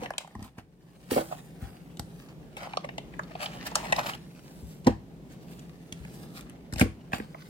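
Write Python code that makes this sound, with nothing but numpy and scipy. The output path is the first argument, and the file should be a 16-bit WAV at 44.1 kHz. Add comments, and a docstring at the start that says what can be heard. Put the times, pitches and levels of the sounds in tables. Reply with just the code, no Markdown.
"""Hands tip rigid plastic card holders out of a cardboard box, pull them free and stack them on a table. Clicks
and soft scrapes come first, then box knocks and thuds near 1.1 s; from 2.6 s clicks and scrapes crowd to 4.1 s;
heavy thuds follow at 4.9 and 6.8 s, and a few last clicks. Ragged contacts ring holders and box, half-sine
pushes excite low modes, stick-slip jerks make the scrapes. A low ventilation rumble of diffuse noise lies under
it all, at two spaced microphones in a small room."""
import sys
import numpy as np
from scipy import signal
from scipy.fft import rfft, irfft
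from scipy.io import wavfile
from scipy.ndimage import uniform_filter1d

SR = 44100
rng = np.random.default_rng(int(sys.argv[2]) if len(sys.argv) > 2 else 0)


def unload_wav(signal):
    """Save mono or channel-first audio to the path in sys.argv[1] as 16-bit WAV at rate SR, clipped to [-1, 1]."""
    wavfile.write(
        sys.argv[1],
        SR,
        np.round(np.clip(np.atleast_2d(signal).T, -1, 1) * 32767).astype(np.int16),
    )


def makeup_ratio(level_db):
    """Linear amplitude ratio for a level in decibels (20 dB per factor of ten)."""
    decades = np.asarray(level_db, float) / 20
    return 10 ** decades


N = 330309


def curve(thumps, column=1):
    """Linear interpolation: one column of a table, joined by straight lines over time."""
    rows = np.array(thumps, float)
    return np.interp(np.arange(N) / SR, rows[:, 0], rows[:, column])


def unit(x):
    """Power normalisation: scale to rms 1."""
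    return x / np.sqrt(np.mean(x ** 2))


def band(x, lo_hz, hi_hz, order=2):
    """Band-pass filtering: a Butterworth passes lo_hz to hi_hz."""
    sos = signal.butter(order, [lo_hz, hi_hz], "bandpass", fs=SR, output="sos")
    return signal.sosfilt(sos, x)


def fade(t60, seconds):
    """Exponential decay: 60 dB down after t60."""
    return np.exp(-np.log(1000) * np.arange(int(seconds * SR)) / SR / t60)


def ring(modes, share, detune):
    """Modal superposition: a struck body sounds as a sum of decaying sines, each weighted and detuned."""
    seconds = 0.3
    t = np.arange(int(seconds * SR)) / SR
    response = np.zeros(len(t))
    for (hz, db, t60), weight, shift in zip(modes, share, detune):
        response += weight * makeup_ratio(db) * fade(t60, seconds) * np.sin(2 * np.pi * hz * shift * t)
    return response


def add(out, s, sound, db):
    """Linear superposition: mix a sound in at time s with peak level db."""
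    i = int(s * SR)
    out[i:i + len(sound)] += (makeup_ratio(db) * sound / np.abs(sound).max())[:N - i]


def walk(rate):
    """Slow random modulation: levels held 1 / rate s, smoothed twice, rms 1."""
    hold = int(SR / rate)
    steps = np.repeat(rng.standard_normal(N // hold + 1), hold)
    return unit(uniform_filter1d(uniform_filter1d(steps, hold), hold)[:N])


# edges of holders knocking: t/s, click level/dB, box ring level/dB, holder ring f/Hz, holder ring level/dB
EDGE_TAPS = [(0.0589, -65, -33.5, 2290, -26.5), (0.1045, -36.5, -24, 1910, -30),
             (.1358, -50, -38, 2660, -40.5), (0.1805, -18.5, -33, 2870, -24.5),
             (0.245, -63, -41, 1470, -57), (0.2744, -51, -44, 1510, -44), (.308, -71, -56, 1460, -49),
             (0.3507, -49, -37.5, 1610, -42.5), (.4257, -38, -54, 1470, -43),
             (.5824, -46, -53, 1520, -38.5), (1.107, -36, -32.5, 2460, -39), (1.16, -45, -30, 1500, -45),
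             (1.178, -45, -16.5, 1500, -38), (1.3104, -52, -30, 1385, -56), (1.9708, -40, -48, 3260, -49),
             (1.9944, -25.5, -32, 1900, -34.5), (2.5678, -35, -36, 2640, -33.5),
             (2.7344, -55, -30, 1870, -31.5), (2.7709, -53, -17, 3820, -24.5),
             (2.8426, -59, -30, 2130, -31.5), (2.8488, -43, -33.5, 2600, -50),
             (2.8887, -67, -31, 2200, -29.5), (2.98, -38.5, -26.5, 2990, -28.5),
             (3.1368, -68, -45.5, 1890, -43), (3.1916, -43, -29.5, 1440, -23.5),
             (3.233, -54, -61, 3930, -45.5), (3.351, -81, -27, 2670, -39), (3.4588, -49, -29.5, 3100, -26),
             (3.7134, -45, -31.5, 3490, -45), (3.7475, -43, -45, 2400, -36), (3.754, -12, -26, 1530, -15),
             (3.923, -20, -15.5, 2500, -19), (3.9278, -44, -27, 2090, -19), (3.9625, -33, -30, 3840, -33),
             (3.9827, -47, -44, 1530, -30), (4.0114, -37, -34, 1530, -33),
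             (4.0647, -38, -26.5, 2600, -26.5), (4.095, -32, -40, 2540, -30),
             (4.135, -46, -71, 2700, -31.5), (4.845, -43, -52, 2500, -51), (4.8676, -22, -12.5, 1550, -20),
             (5.3194, -52, -53, 1930, -60), (5.5927, -43.5, -66, 1730, -56), (5.924, -31, -44.5, 2830, -36),
             (6.0494, -45, -47.5, 2020, -41), (6.1478, -46, -57, 1960, -55), (6.3916, -47, -45, 1650, -37),
             (6.4092, -36.5, -52, 3000, -48), (6.4964, -40, -53, 2600, -44),
             (6.7248, -35.5, -39, 1730, -33.5), (6.7355, -28.5, -35, 1430, -32.5),
             (6.759, -32, -33.5, 2260, -34.5), (6.7825, -27.5, -41, 4370, -35),
             (6.795, -19.5, -28, 1700, -20), (6.8113, -20, -14.5, 1570, -12.5),
             (7.119, -47, -37, 1930, -40), (7.132, -50, -22, 1990, -22.5), (7.1826, -39, -39, 2150, -39),
             (7.199, -57, -48, 1750, -31.5), (7.345, -60, -32, 1680, -43)]
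# modes of the cardboard box: f/Hz, relative level/dB, t60/s
BOX_MODES = [(633, 3, 0.018), (735, -4.8, 0.037), (803, 0.5, 0.032), (980, 5, 0.0085), (1140, -10.5, 0.018)]
# how the holders are held: t/s, decay time of an edge contact/ms, extra level of free plastic/dB
GRIP_OVER_TIME = [(0, 1.7, -0.2), (1.0, 2.1, -3.3), (2.0, 1.63, -9.8), (2.64, 1.7, 8), (2.8, 2.1, 11.5),
                  (3.3, 3.4, 6.3), (3.8, 2.5, -4.5), (4.1, 2.6, 5), (4.87, 4, -2.7), (5.6, 2.5, 2.7),
                  (6.4, 0.95, 5.3), (6.8, 1.8, 4), (7.2, 1.14, 4)]


def taps():
    """Impact excitation: a ragged contact of a few ms clicks, rings the struck holder and the box."""
    out = np.zeros(N)
    chance = rng.standard_normal((len(EDGE_TAPS), 2048))
    t_ms = np.arange(2048) / SR * 1000
    contact_ms = curve(GRIP_OVER_TIME)
    for (s, click_db, box_db, ring_hz, ring_db), noise in zip(EDGE_TAPS, chance):
        ms = contact_ms[int(s * SR)]
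        # the edge touches gradually, then lets go; a slower contact clicks duller
        contact = noise * (1 - np.exp(-t_ms / (0.3 * ms))) * np.exp(-t_ms / ms)
        add(out, s, band(contact, 1880, 4000 + 9000 / ms), click_db)
        add(out, s, band(contact, ring_hz * 0.78, ring_hz * 1.3), ring_db)
        # each blow weights and detunes the five box modes a little differently
        box = ring(BOX_MODES, makeup_ratio(0.77 * noise[-5:]), 1 + 0.045 * noise[-10:-5])[:4096]
        # the box answers about 1 ms later
        add(out, s + 0.00108, band(signal.fftconvolve(box, contact), 537, 1136), box_db)
    return out


# thuds of box and holders landing: t/s, peak level/dB, relative place of the blow/(0-1),
# lightness/(dB per octave)
THUD_BLOWS = [(.023, -30, 0.35, 7.5), (0.35, -31, 0.54, -4.5), (0.391, -31, 0.16, -4),
              (0.418, -31.5, 0.32, -3), (.449, -42.5, 0.4, -1), (.581, -32, 0.2, -0.5),
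              (1.117, -16, 0.41, 4.5), (1.13, -24, .29, 12), (1.142, -26.5, 0.39, 4),
              (1.163, -15, 0.37, 13), (1.17, -16, 0.43, 9.5), (1.19, -21, 0.38, 13),
              (1.209, -25.5, 0.36, 20), (1.622, -24, 0.21, -7.5), (1.994, -28.5, 0.2, -3),
              (4.62, -32.5, 0.57, -9.5), (4.863, -16, 0.53, -2.5), (4.87, -6, 0.24, 5.8),
              (4.878, -7.5, 0.25, 7.5), (4.891, -14, .3, 0), (5.922, -31.5, 0.25, -4),
              (5.997, -36, 0.4, -18), (6.226, -37.5, 0.65, -1.5), (6.728, -24.5, 0.19, -3.5),
              (6.761, -23, 0.23, -6.5), (6.812, -7.5, 0.23, -1.5), (6.823, -13, 0.31, 0),
              (6.839, -23, .38, 1.5), (6.859, -22.5, .28, 4.5), (7.134, -24, 0.23, 0.5),
              (7.201, -26.5, 0.31, 1.5)]
# modes that colour every thud: f/Hz, relative level/dB, t60/s
THUD_MODES = [(64, -11.5, 0.25), (78.6, -9.5, 0.13), (104, -12, 0.31), (186, -17.5, 0.21), (212, 3, 0.13),
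              (251.6, 4.5, 0.08), (327, -6.5, 0.22), (494, 13, 0.048), (571, 5.5, 0.06), (685, -54, 0.018),
              (1130, -7.5, 0.028)]


def thuds():
    """Modal excitation by a half-sine push: the place picks the modes, light things move the lowest less."""
    out = np.zeros(N)
    push_ms, shrink_per_db = 2.61, 0.03  # lighter things push more briefly
    octaves = np.log2(np.array(THUD_MODES)[:, 0] / 250)
    order = np.arange(1, len(THUD_MODES) + 1)
    for s, db, place, light_db in THUD_BLOWS:
        ms = push_ms * np.exp(-shrink_per_db * light_db)
        push = np.sin(np.linspace(0, np.pi, int(ms * SR / 1000) + 2))
        mode_shape = np.sin(np.pi * np.clip(place, 0.02, 0.98) * order)
        share = mode_shape * makeup_ratio(light_db * octaves)
        top = ring(THUD_MODES, share, np.ones(len(THUD_MODES)))
        add(out, s, signal.fftconvolve(top, push), db)
    # the struck bodies radiate little below their lowest mode
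    return band(out, 50, 9000)


# fingers and plastic sliding softly all along: t/s, pressure level/dB, brightness/dB
SOFT_RUB = [(0, -84, 7), (.4, -64, -2), (.62, -89, 1), (.87, -71.5, 1.5), (1.32, -56, 4.5),
            (1.77, -74.5, -4), (2.21, -61, 3.5), (2.4, -73.5, -1), (2.75, -69, 2), (2.94, -84, -3),
            (3.15, -72, 0), (4.0, -48.5, -3), (4.14, -70, 4.5), (4.71, -64.5, 9.5), (4.99, -76.5, -7.5),
            (5.38, -76.5, 1), (6.1, -67, 7.5), (6.6, -75, -5.5), (7.18, -73.5, .3), (7.49, -66.5, 8)]
# short hard scrapes: t of the peak/s, rise/ms, fall/ms, pressure level/dB, brightness/dB
HARD_SCRAPES = [(.04, 180, 50, -48, -7), (.155, 15, 13, -66, -18), (.208, 12, 29, -49.5, -3),
                (0.446, 21, 36, -50, 1.5), (.585, 21, 45, -55.5, -2), (1.113, 8, 91, -38.5, 7),
                (1.15, 32, 110, -41.5, 4.5), (1.175, 26, 60, -43, -14), (1.325, 12, 25, -60.5, -30),
                (1.62, 54, 380, -55, 0), (2.575, 5.5, 22, -50.5, 3), (2.63, 42, 57, -55, 0.5),
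                (2.674, 53, 24, -58.5, -11), (2.846, 10.5, 7.4, -52, -11), (3.32, 24, 6.3, -57, -8.5),
                (3.431, 28, 41, -37.5, 0), (3.541, 55, 60, -50, -2.5), (3.67, 24, 18.4, -38, 5),
                (3.762, 6.4, 41, -34, -5.5), (3.85, 58, 30, -43, -4), (3.965, 5.5, 27, -46, 3),
                (3.988, 12, 18, -39, -5), (4.068, 22, 45, -43.5, 1.5), (4.096, 75, 37, -46, 3),
                (4.151, 15, 8, -45.5, 1), (4.868, 6.5, 40, -33.5, -9), (5.325, 55, 48, -60, 5.5),
                (5.43, 20, 19, -63, 6), (5.515, 71, 130, -62.5, 8.5), (6.14, 44, 94, -68.5, 13),
                (6.23, 48, 42, -64.5, 10), (6.38, 71, 54, -57, 9.5), (6.813, 33, 28, -34.5, 6.5),
                (7.134, 10, 91, -45.5, 3)]


def pressure(db, share):
    """Contact force sets loudness: gain of one shaken part under soft rubbing plus hard scrapes."""
    fade_db = 20  # change of a scrape over its rise or its fall
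    t_ms = np.arange(N) / SR * 1000
    gain = makeup_ratio(curve(SOFT_RUB) + share * curve(SOFT_RUB, column=2))
    for s, rise_ms, fall_ms, top_db, bright_db in HARD_SCRAPES:
        near = slice(max(int((s - 0.3) * SR), 0), int((s + 0.4) * SR))
        late_ms = t_ms[near] - s * 1000
        away = np.maximum(-late_ms / max(rise_ms, 1), late_ms / max(fall_ms, 1))
        gain[near] += makeup_ratio(top_db + share * bright_db - fade_db * away)
    return makeup_ratio(db) * gain


def slips(rate, spread_db, flurry_db):
    """Stick-slip friction: dense tiny jerks of uneven size, swelling with the flurries of the contact."""
    size_db = np.minimum(spread_db * rng.exponential(size=N), 15)
    return (rng.random(N) < rate / SR) * makeup_ratio(size_db + flurry_db) * rng.standard_normal(N)


# a holder's broad resonances, three of its face, then two of its edge: f/Hz, width/Hz, relative level/dB
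HOLDER_BANDS = [(1320, 610, 2), (1950, 550, -2.5), (2663, 850, -1), (4140, 1770, 6.5), (5910, 3650, 2.5)]


def rub(gains):
    """Friction-driven resonance: one sliding contact shakes box and holders; skin and sleeves hiss."""
    flurry = walk(70)
    even = np.ones(len(BOX_MODES))
    box = signal.fftconvolve(slips(3000, 3.9, 2.1 * flurry), ring(BOX_MODES, even, even))[:N]
    jerks = slips(2500, 2.55, 3 * flurry)
    # neighbouring resonances move in opposite phase, so no gaps open between them
    rings = [(-1) ** k * makeup_ratio(db) * band(jerks, hz - width / 2, hz + width / 2)
             for k, (hz, width, db) in enumerate(HOLDER_BANDS)]
    faces, edges = sum(rings[:3]), sum(rings[3:])
    skin = slips(12000, 3.0, 0.9 * flurry)
    hiss = band(skin, 6600, 19845) + band(skin, 8700, 9700, order=1)
    layers = band(box, 560, 1050), faces, edges, hiss
    return sum(unit(x) * gain for x, gain in zip(layers, gains))


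def arrive(x, lag_ms):
    """Time-of-arrival difference: a positive lag delays the right microphone behind the left."""
    i = np.arange(N)
    half_lag = np.round(lag_ms * SR / 1000 / 2).astype(int)
    left = x[np.clip(i + half_lag, 0, N - 1)]
    right = x[np.clip(i - half_lag, 0, N - 1)]
    return np.array([left, right])


def echoes(x):
    """Reverberation as decaying noise: near scatter and a short room tail, different at each microphone."""
    near_t60_s, near_db = 0.018, 0.6
    room_t60_s, room_db = 0.27, -8.5
    out = np.zeros((2, N))
    bright = band(x, 850, 12000)
    near, far = fade(near_t60_s, 0.25), fade(room_t60_s, 0.25)
    # hands and box keep moving, so the echoes are new every eighth of a second
    step = SR // 8
    for start in range(-step, N, step):
        span = np.arange(max(start, 0), min(start + 2 * step, N))
        piece = bright[span] * np.sin(np.pi * (span - start) / (2 * step))
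        noise = rng.standard_normal((2, 2, len(near)))
        paths = makeup_ratio(near_db) * noise[0] * near / np.linalg.norm(near)
        tail = band(noise[1], 100, 14000, order=1)
        paths += makeup_ratio(room_db) * tail * far / np.linalg.norm(far)
        wet = signal.fftconvolve(piece[None], paths, axes=1)[:, :N - span[0]]
        out[:, span[0]:span[0] + wet.shape[1]] += wet
    return out


# spectrum of the ventilation rumble: f/Hz, relative level per Hz/dB
RUMBLE_SPECTRUM = [(15, -72), (25, -17), (59, -8.5), (97, -20.5), (120, -8.5), (170, -1), (206, -10),
                   (270, -11), (293, -14), (373, -14.5), (560, -22), (1130, -35), (1230, -37), (2910, -41),
                   (16000, -54)]
# level at which the steady ventilation is heard, turned down at first, then up again: t/s, mean level/dB
HEARD_LEVEL = [(0, -43.5), (.2, -55.5), (.81, -57), (1.4, -47.5), (2.77, -44.5), (4.0, -45), (5.13, -47.5),
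               (5.46, -46.5), (7.49, -47)]


def rumble():
    """Diffuse-field coherence: ventilation noise is alike at both microphones only at long wavelengths."""
    spacing_m, sound_speed = 0.14, 343  # m, m/s
    hz = np.maximum(np.fft.rfftfreq(N, 1 / SR), 1)
    points = np.array(RUMBLE_SPECTRUM, float)
    colour = makeup_ratio(np.interp(np.log(hz), np.log(points[:, 0]), points[:, 1]))
    alike = np.sinc(2 * hz * spacing_m / sound_speed)
    # the lowest notes are also each microphone's own shaking
    alike = alike * hz ** 2 / (hz ** 2 + 45 ** 2)
    mid = rfft(rng.standard_normal(N)) * colour * np.sqrt(1 + alike)
    side = rfft(rng.standard_normal(N)) * colour * np.sqrt(1 - alike)
    air = unit(irfft(np.array([mid + side, mid - side]), N))
    # the level also wavers by about 1.5 dB
    return air * makeup_ratio(curve(HEARD_LEVEL) + 1.5 * walk(6))


# where the hands are: t/s, delay of the right microphone behind the left/ms
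HAND_LAG = [(0, 0.25), (.3, 0.092), (.9, 0.081), (1.05, -0.32), (1.5, -0.24), (1.9, 0.036), (2.5, 0.23),
            (3.7, 0.27), (4.3, 0.26), (6.9, 0.24), (7.1, 0.38), (7.49, 0.55)]
# what a sliding contact shakes (box, holder faces, holder edges, skin and sleeves):
# relative level/dB, share of brightness, share of free plastic
SHAKEN_PARTS = [(2.5, -0.81, 0.81), (0.1, -0.15, 0.82), (-6.5, 0.49, .7), (-7.5, 1.02, 0.038)]


def scene():
    """Superposition of sources: all that the hands do, placed in the room, over the rumble."""
    free_db = curve(GRIP_OVER_TIME, column=2)
    # two hands share the power
    gains = [pressure(db + free * free_db, share) / np.sqrt(2) for db, share, free in SHAKEN_PARTS]
    thumps, lag_ms = thuds(), curve(HAND_LAG)
    blows = taps() + thumps
    # the thuds shake the two microphones in opposite sense
    shake = makeup_ratio(-8) * band(thumps, 34, 90.5) * np.array([[1], [-1]])
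    # each hand rubs on its own, one nearer the left microphone than the other
    left, right = rub(gains), rub(gains)
    spread_ms = 0.33
    direct = arrive(blows + left, lag_ms) + arrive(right, lag_ms - spread_ms)
    return direct + echoes(blows + left + right) + shake + rumble()


def roll_off(x):
    """The treble ends steeply here."""
    return signal.sosfilt(signal.butter(12, 16990, fs=SR, output="sos"), x)


# colour of the left microphone against the right: f/Hz, level difference/dB
MICROPHONE_COLOUR = [(100, 1.5), (300, -0.7), (700, -1.5), (1300, -1.5), (2400, 1.5), (5000, 0),
                     (9000, 2.5), (13000, -9.5)]


def record(dry):
    """Linear filtering: the two microphones differ in colour; the lowest and highest notes are cut."""
    hz = np.maximum(np.fft.rfftfreq(N, 1 / SR), 1)
    points = np.array(MICROPHONE_COLOUR, float)
    tilt_db = np.interp(np.log(hz), np.log(points[:, 0]), points[:, 1]) / 2
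    coloured = irfft(rfft(dry) * makeup_ratio(np.array([tilt_db, -tilt_db])), N)
    no_bottom = signal.sosfilt(signal.butter(3, 42, "highpass", fs=SR, output="sos"), coloured)
    mix = signal.sosfilt(signal.ellip(8, 0.2, 70, 16100, fs=SR, output="sos"), no_bottom)
    return roll_off(mix)


dry = scene()
out = record(dry)
unload_wav(out)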